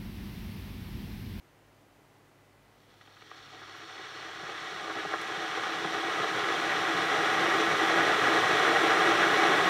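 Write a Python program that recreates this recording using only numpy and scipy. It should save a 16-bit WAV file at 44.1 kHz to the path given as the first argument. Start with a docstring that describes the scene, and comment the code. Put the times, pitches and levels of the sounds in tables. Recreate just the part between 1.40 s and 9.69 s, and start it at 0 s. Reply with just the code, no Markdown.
"""A hot water dispenser heats up with a swelling rush. Steam bubbles collapse on its heating
element and make the tank ring: fine ones first, then ever more and larger ones.
Now and then a big bubble pops, thumps or blips. The warming case gives one faint squeak
and a tick. Behind it all are the air and hum of a quiet kitchen."""
import sys
import numpy as np
from scipy import signal
from scipy.fft import rfft, irfft, next_fast_len
from scipy.io import wavfile
from scipy.ndimage import uniform_filter1d, map_coordinates

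SR = 44100
rng = np.random.default_rng(int(sys.argv[2]) if len(sys.argv) > 2 else 0)


def file_out(sig):
    """Save sig as 16-bit WAV at sys.argv[1]."""
    # one column per channel
    cols = np.atleast_2d(sig).T
    # limit, then scale
    lim = np.clip(cols, -1, 1)
    pcm = np.round(lim * 32767).astype(np.int16)
    wavfile.write(sys.argv[1], SR, pcm)


N = 365588


def amp(db):
    """Turn decibels (dB) into a number to multiply a sound by."""
    return 10 ** (np.asarray(db) / 20)


def unit(x):
    """Scale a sound so that its average power is 1."""
    return x / np.sqrt(np.mean(x ** 2) + 1e-20)


def along(points, hz):
    """Read between (Hz, value) points, giving each octave equal room."""
    point_hz, values = np.transpose(points)
    return np.interp(np.log(hz + 1), np.log(point_hz + 1), values)


def wobble(rate):
    """A smooth curve through `rate` random values a second."""
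    values = rng.standard_normal(int(N * rate / SR) + 4)
    return map_coordinates(values, [np.arange(N) * rate / SR])


def coloured(x, gain):
    """Make each frequency in x louder or softer by gain(hz)."""
    size = 2 * next_fast_len(len(x) // 2 + SR // 8)
    cepstrum = irfft(np.log(np.maximum(gain(np.fft.rfftfreq(size, 1 / SR)), 1e-6)))
    # these two lines make the ringing follow each kick, never come before it
    cepstrum[1:size // 2] *= 2
    cepstrum[size // 2 + 1:] = 0
    return irfft(rfft(x, size) * np.exp(rfft(cepstrum)), size)[:len(x)]


def band(hz, low_hz, high_hz, order=6):
    """A gain that fades out below low_hz and above high_hz."""
    return ((1 + (low_hz / (hz + 1)) ** (2 * order)) * (1 + (hz / high_hz) ** (2 * order))) ** -.5


def add(track, start_s, db, sound):
    """Mix a sound into the track; db is the level of its loudest 10 ms."""
    power = uniform_filter1d(sound ** 2, size=SR // 100, mode="constant").max()
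    part = track[round(start_s * SR):][:len(sound)]
    part += (amp(db) * sound / np.sqrt(power))[:len(part)]


def kitchen():
    """Still air, and appliances whose hum wavers a little."""
    # The tone of the air. Each row: frequency in Hz, relative level in dB.
    air_tone = [(30, -40), (45, -6.5), (60, -10), (88, -18), (108, -4), (125, -6.5), (200, -8.5),
                (350, -6.5), (800, -10), (2000, -16.5), (4000, -24.5), (7000, -29), (10500, -32),
                (15500, -33)]
    # The hum of the appliances. Each row: pitch in Hz, level in dB.
    hum_notes = [(48.4, -79), (101.5, -68), (140, -68.5), (285.3, -70.5), (802, -79), (1900, -89),
                 (2003, -78), (2304, -89), (3042, -85), (6080, -89)]
    t = np.arange(N) / SR
    air = unit(coloured(rng.standard_normal(N), lambda hz: amp(along(air_tone, hz))))
    hum = sum(amp(db + 3.0 * wobble(3.96)) * np.sin(2 * np.pi * hz * t + .5 * wobble(13))
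              for hz, db in hum_notes)
    return amp(-62.0 + 0.15 * wobble(1.95)) * air + hum


def warming_case():
    """The case shifts as it warms: a thin rising squeak, later a dry tick."""
    out, t = np.zeros(N), np.arange(SR // 10) / SR
    pitch = 13200 - 550 * np.exp(-t / .016) + 900 * rng.standard_normal(len(t))
    squeak = np.sin(2 * np.pi * np.cumsum(pitch) / SR) * np.exp(-((t - .019) / .016) ** 2)
    add(out, start_s=2.357, db=-73, sound=squeak)
    crack = rng.standard_normal(len(t)) * amp(-60 * t / .04)
    tick = coloured(crack, lambda hz: band(hz, 4500, 7500, order=2))
    add(out, start_s=3.814, db=-52.5, sound=tick)
    return out


def tank(kicks, low_hz, high_hz, ripple_db=1.93):
    """Kicks of pressure in the water, heard through the ringing tank from low_hz to high_hz."""
    # What the tank wall lets out. Each row: frequency in Hz, level in dB.
    wall = [(70, -43), (105, -16), (245, -18.5), (290, -11), (500, -12), (1000, -13), (2000, -14),
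            (2700, -17), (4000, -20), (4700, -26), (6200, -27), (10400, -37), (13000, -38.5), (15500, -45)]
    # Where the tank and its case ring. Each row: pitch in Hz, width in Hz, boost in dB.
    rings = [(172.7, 31, 7), (331.1, 30, 11), (382, 18.5, 7), (413, 33, 7), (451.7, 50, 7), (601, 28, 3.5),
             (763, 131, 10), (1078, 59, 7), (1226, 140, 10), (1353, 81, 9), (1473, 74, 9),
             (1657, 133, 10.5), (1934, 190, 10), (2244, 140, 5.5), (2555, 52, 4.5), (2900, 94, 7),
             (3193, 110, 6), (3383, 150, 7.5), (3608, 210, 6.5), (3820, 93, 4.5), (4048, 120, 7),
             (4400, 100, 2), (5730, 920, 4), (7220, 310, 3.5), (8320, 400, 5.5), (8770, 280, 5.5),
             (9330, 920, 3)]
    grid = np.arange(0, SR / 2, 2)
    ring_db = sum(boost * 2 ** -((2 * (grid - pitch) / width) ** 2) for pitch, width, boost in rings)
    # high up, countless small resonances crowd together and make the tone uneven
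    crowd = unit(signal.fftconvolve(rng.standard_normal(len(grid)), np.hanning(41), "same"))
    db = along(wall, grid) + ring_db + ripple_db * crowd * np.clip(grid / 6000, 0, 1.7)
    return coloured(kicks, lambda hz: np.interp(hz, grid, amp(db)) * band(hz, low_hz, high_hz))


def pops():
    """Big bubbles burst into clusters of collapses that ring the tank."""
    # Each row: start in seconds, level in dB, upper edge of the pop's sound in Hz.
    bursts = [(1.611, -54, 4000), (1.674, -54.5, 4500), (1.767, -57, 4500), (1.821, -51, 4000),
              (1.913, -47.5, 4200), (2.131, -49, 900), (2.216, -47.5, 2000), (2.408, -51, 500),
              (2.593, -45, 1000), (3.028, -43, 810), (3.086, -42, 595), (3.436, -41.5, 1310),
              (3.497, -35, 1500), (3.556, -38, 800), (3.649, -34.5, 1280), (3.7363, -26.5, 1800),
              (4.173, -31.5, 1290), (4.444, -31, 1200), (4.545, -33, 1200), (5.109, -33, 2200),
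              (6.574, -24.5, 1990)]
    out, t = np.zeros(N), np.arange(SR // 5) / SR
    for start_s, db, edge_hz in bursts:
        fade_s = 0.075 * (1000 / edge_hz) ** .75  # a duller pop is a bigger bubble and lasts longer
        cluster = rng.standard_normal(len(t)) * amp(-60 * t / fade_s) * (1 - np.exp(-t / 0.0004))
        add(out, start_s, db, tank(cluster, 266, edge_hz))
    return out


def thumps():
    """Large pockets of steam thump in the water, sinking in pitch as they grow."""
    # Each row: start in seconds, level in dB, pitch halfway down the slide in Hz.
    pockets = [(3.026, -51, 166), (3.653, -49, 169), (3.974, -47, 163), (4.449, -40, 168),
               (4.797, -45, 150), (4.945, -46, 126), (5.544, -43, 141.2), (6.002, -43, 168),
               (6.574, -43, 165)]
    out, t = np.zeros(N), np.arange(SR // 5) / SR
    sag = 1 + 0.38 * (np.exp(-t / 0.016) - .5)
    loudness = amp(-60 * t / 0.07) * (1 - np.exp(-t / 0.0047)) ** 2
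    for start_s, db, hz in pockets:
        add(out, start_s, db, np.sin(2 * np.pi * np.cumsum(hz * sag) / SR) * loudness)
    return out


def blips():
    """Single bubbles give a tiny falling note as they swell."""
    # Each row: start in seconds, level in dB, half the length in seconds.
    bubbles = [(1.9132, -46.5, 0.0027), (4.2605, -34, 0.00084)]
    out, t = np.zeros(N), np.arange(SR // 5) / SR
    for start_s, db, half_s in bubbles:
        pitch = 1080 + 1300 * np.exp(-1.6 * t / half_s)
        loudness = np.exp(-(t / half_s - 1.35) ** 2)
        add(out, start_s, db, np.sin(2 * np.pi * np.cumsum(pitch) / SR) * loudness)
    return out


def heat_of_element():
    """How hot the element is: about 0 until the first bubbles, near 1 at full boil."""
    first_bubbles_s, full_boil_s, knee = 1.12, 7.0, 14  # a higher knee levels off more sharply
    t = np.arange(N) / SR
    rise = np.maximum((t - first_bubbles_s) / (full_boil_s - first_bubbles_s), 1 / N)
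    levelled = rise / (1 + rise ** knee) ** (1 / knee)
    # only the hottest spots bubble at first, then the rest joins in
    hot_share, join_s = .76, 1.8
    joined = .5 + .5 * np.tanh((t - join_s) / .09)
    return levelled * (hot_share + (1 - hot_share) * joined)


def collapses(rate, scatter_db):
    """Collapsing bubbles kick the water at random, about `rate` times a second, some harder."""
    hits = rng.poisson(np.maximum(rate, 1) / SR, N)
    kicks = np.sqrt(hits / np.maximum(rate, 1)) * rng.choice([-1, 1], N)
    return unit(kicks * amp(scatter_db * np.clip(rng.standard_normal(N), -2, 2)))


def steel_element(kicks):
    """The finest bubbles make the steel element itself ping."""
    # Where the steel rings. Each row: pitch in Hz, width in Hz, relative level in dB.
    rings = [(3630, 170, -6), (4340, 180, 2), (5200, 110, -14), (5520, 220, -5), (5985, 130, -12)]
    return coloured(kicks, lambda hz: sum(amp(db) / (1 + (2 * (hz - pitch) / width) ** 2)
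                                          for pitch, width, db in rings))


def boiling():
    """Larger bubbles sound lower. More heat brings more bubbles, and the large ones gain most."""
    heat = heat_of_element()
    doublings, density = np.log2(heat), heat ** .82
    # each level: dB at full boil, plus dB for each doubling of the heat
    rumble_db = -46 + 13 * doublings
    large_db = -28 + 13 * doublings
    medium_db = -25.5 + 10.5 * doublings
    fine_db = -35 + 8 * doublings
    hiss_db = -52.5 + 10.5 * doublings
    clouds = wobble(28) + .5 * wobble(80)  # bubbles leave the element in clouds
    spurts = amp(2.4 * np.exp(-(density / .17) ** 2) * wobble(75))  # the very first come in spurts
    lumps = amp(2.5 * (1 - heat) * wobble(18))  # large ones bunch up while they are few
    big = collapses(4600 * density, scatter_db=3.5)
    small = collapses(7500 * density, scatter_db=3.0)
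    tiny = collapses(14000 * density, scatter_db=2.0)
    large = amp(large_db) * lumps * unit(tank(big * amp(0.74 * clouds), 235, 817))
    medium = amp(medium_db) * unit(tank((big + 0.95 * small) * amp(0.62 * clouds), 923, 2795))
    fine = amp(fine_db) * unit(tank((tiny + .5 * small) * amp(0.32 * clouds), 2930, 6830))
    pings = unit(steel_element(collapses(5000 * density, scatter_db=3.5)))
    sizzle = amp(np.minimum(fine_db - 6.5, -58.5)) * pings  # comes early and soon levels off
    hiss = amp(hiss_db) * unit(tank(collapses(45000 * density, scatter_db=2.0), 7000, 20000))
    # the water itself rumbles under the largest bubbles
    rumble = amp(rumble_db) * unit(tank(collapses(260 * density, scatter_db=2), 70, 228))
    return spurts * (large + medium + fine + sizzle + hiss + rumble)


def scene():
    """The dispenser close by in its kitchen, as one channel."""
    return (boiling() + pops() + thumps() + blips() + warming_case() + kitchen())[None]


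def record(dry):
    """Cut away the very highest treble."""
    top_hz = 15720
    size = next_fast_len(N + SR // 2)
    return irfft(rfft(dry, size) * (np.fft.rfftfreq(size, 1 / SR) < top_hz), size)[..., :N]


dry = scene()
out = record(dry)
file_out(out)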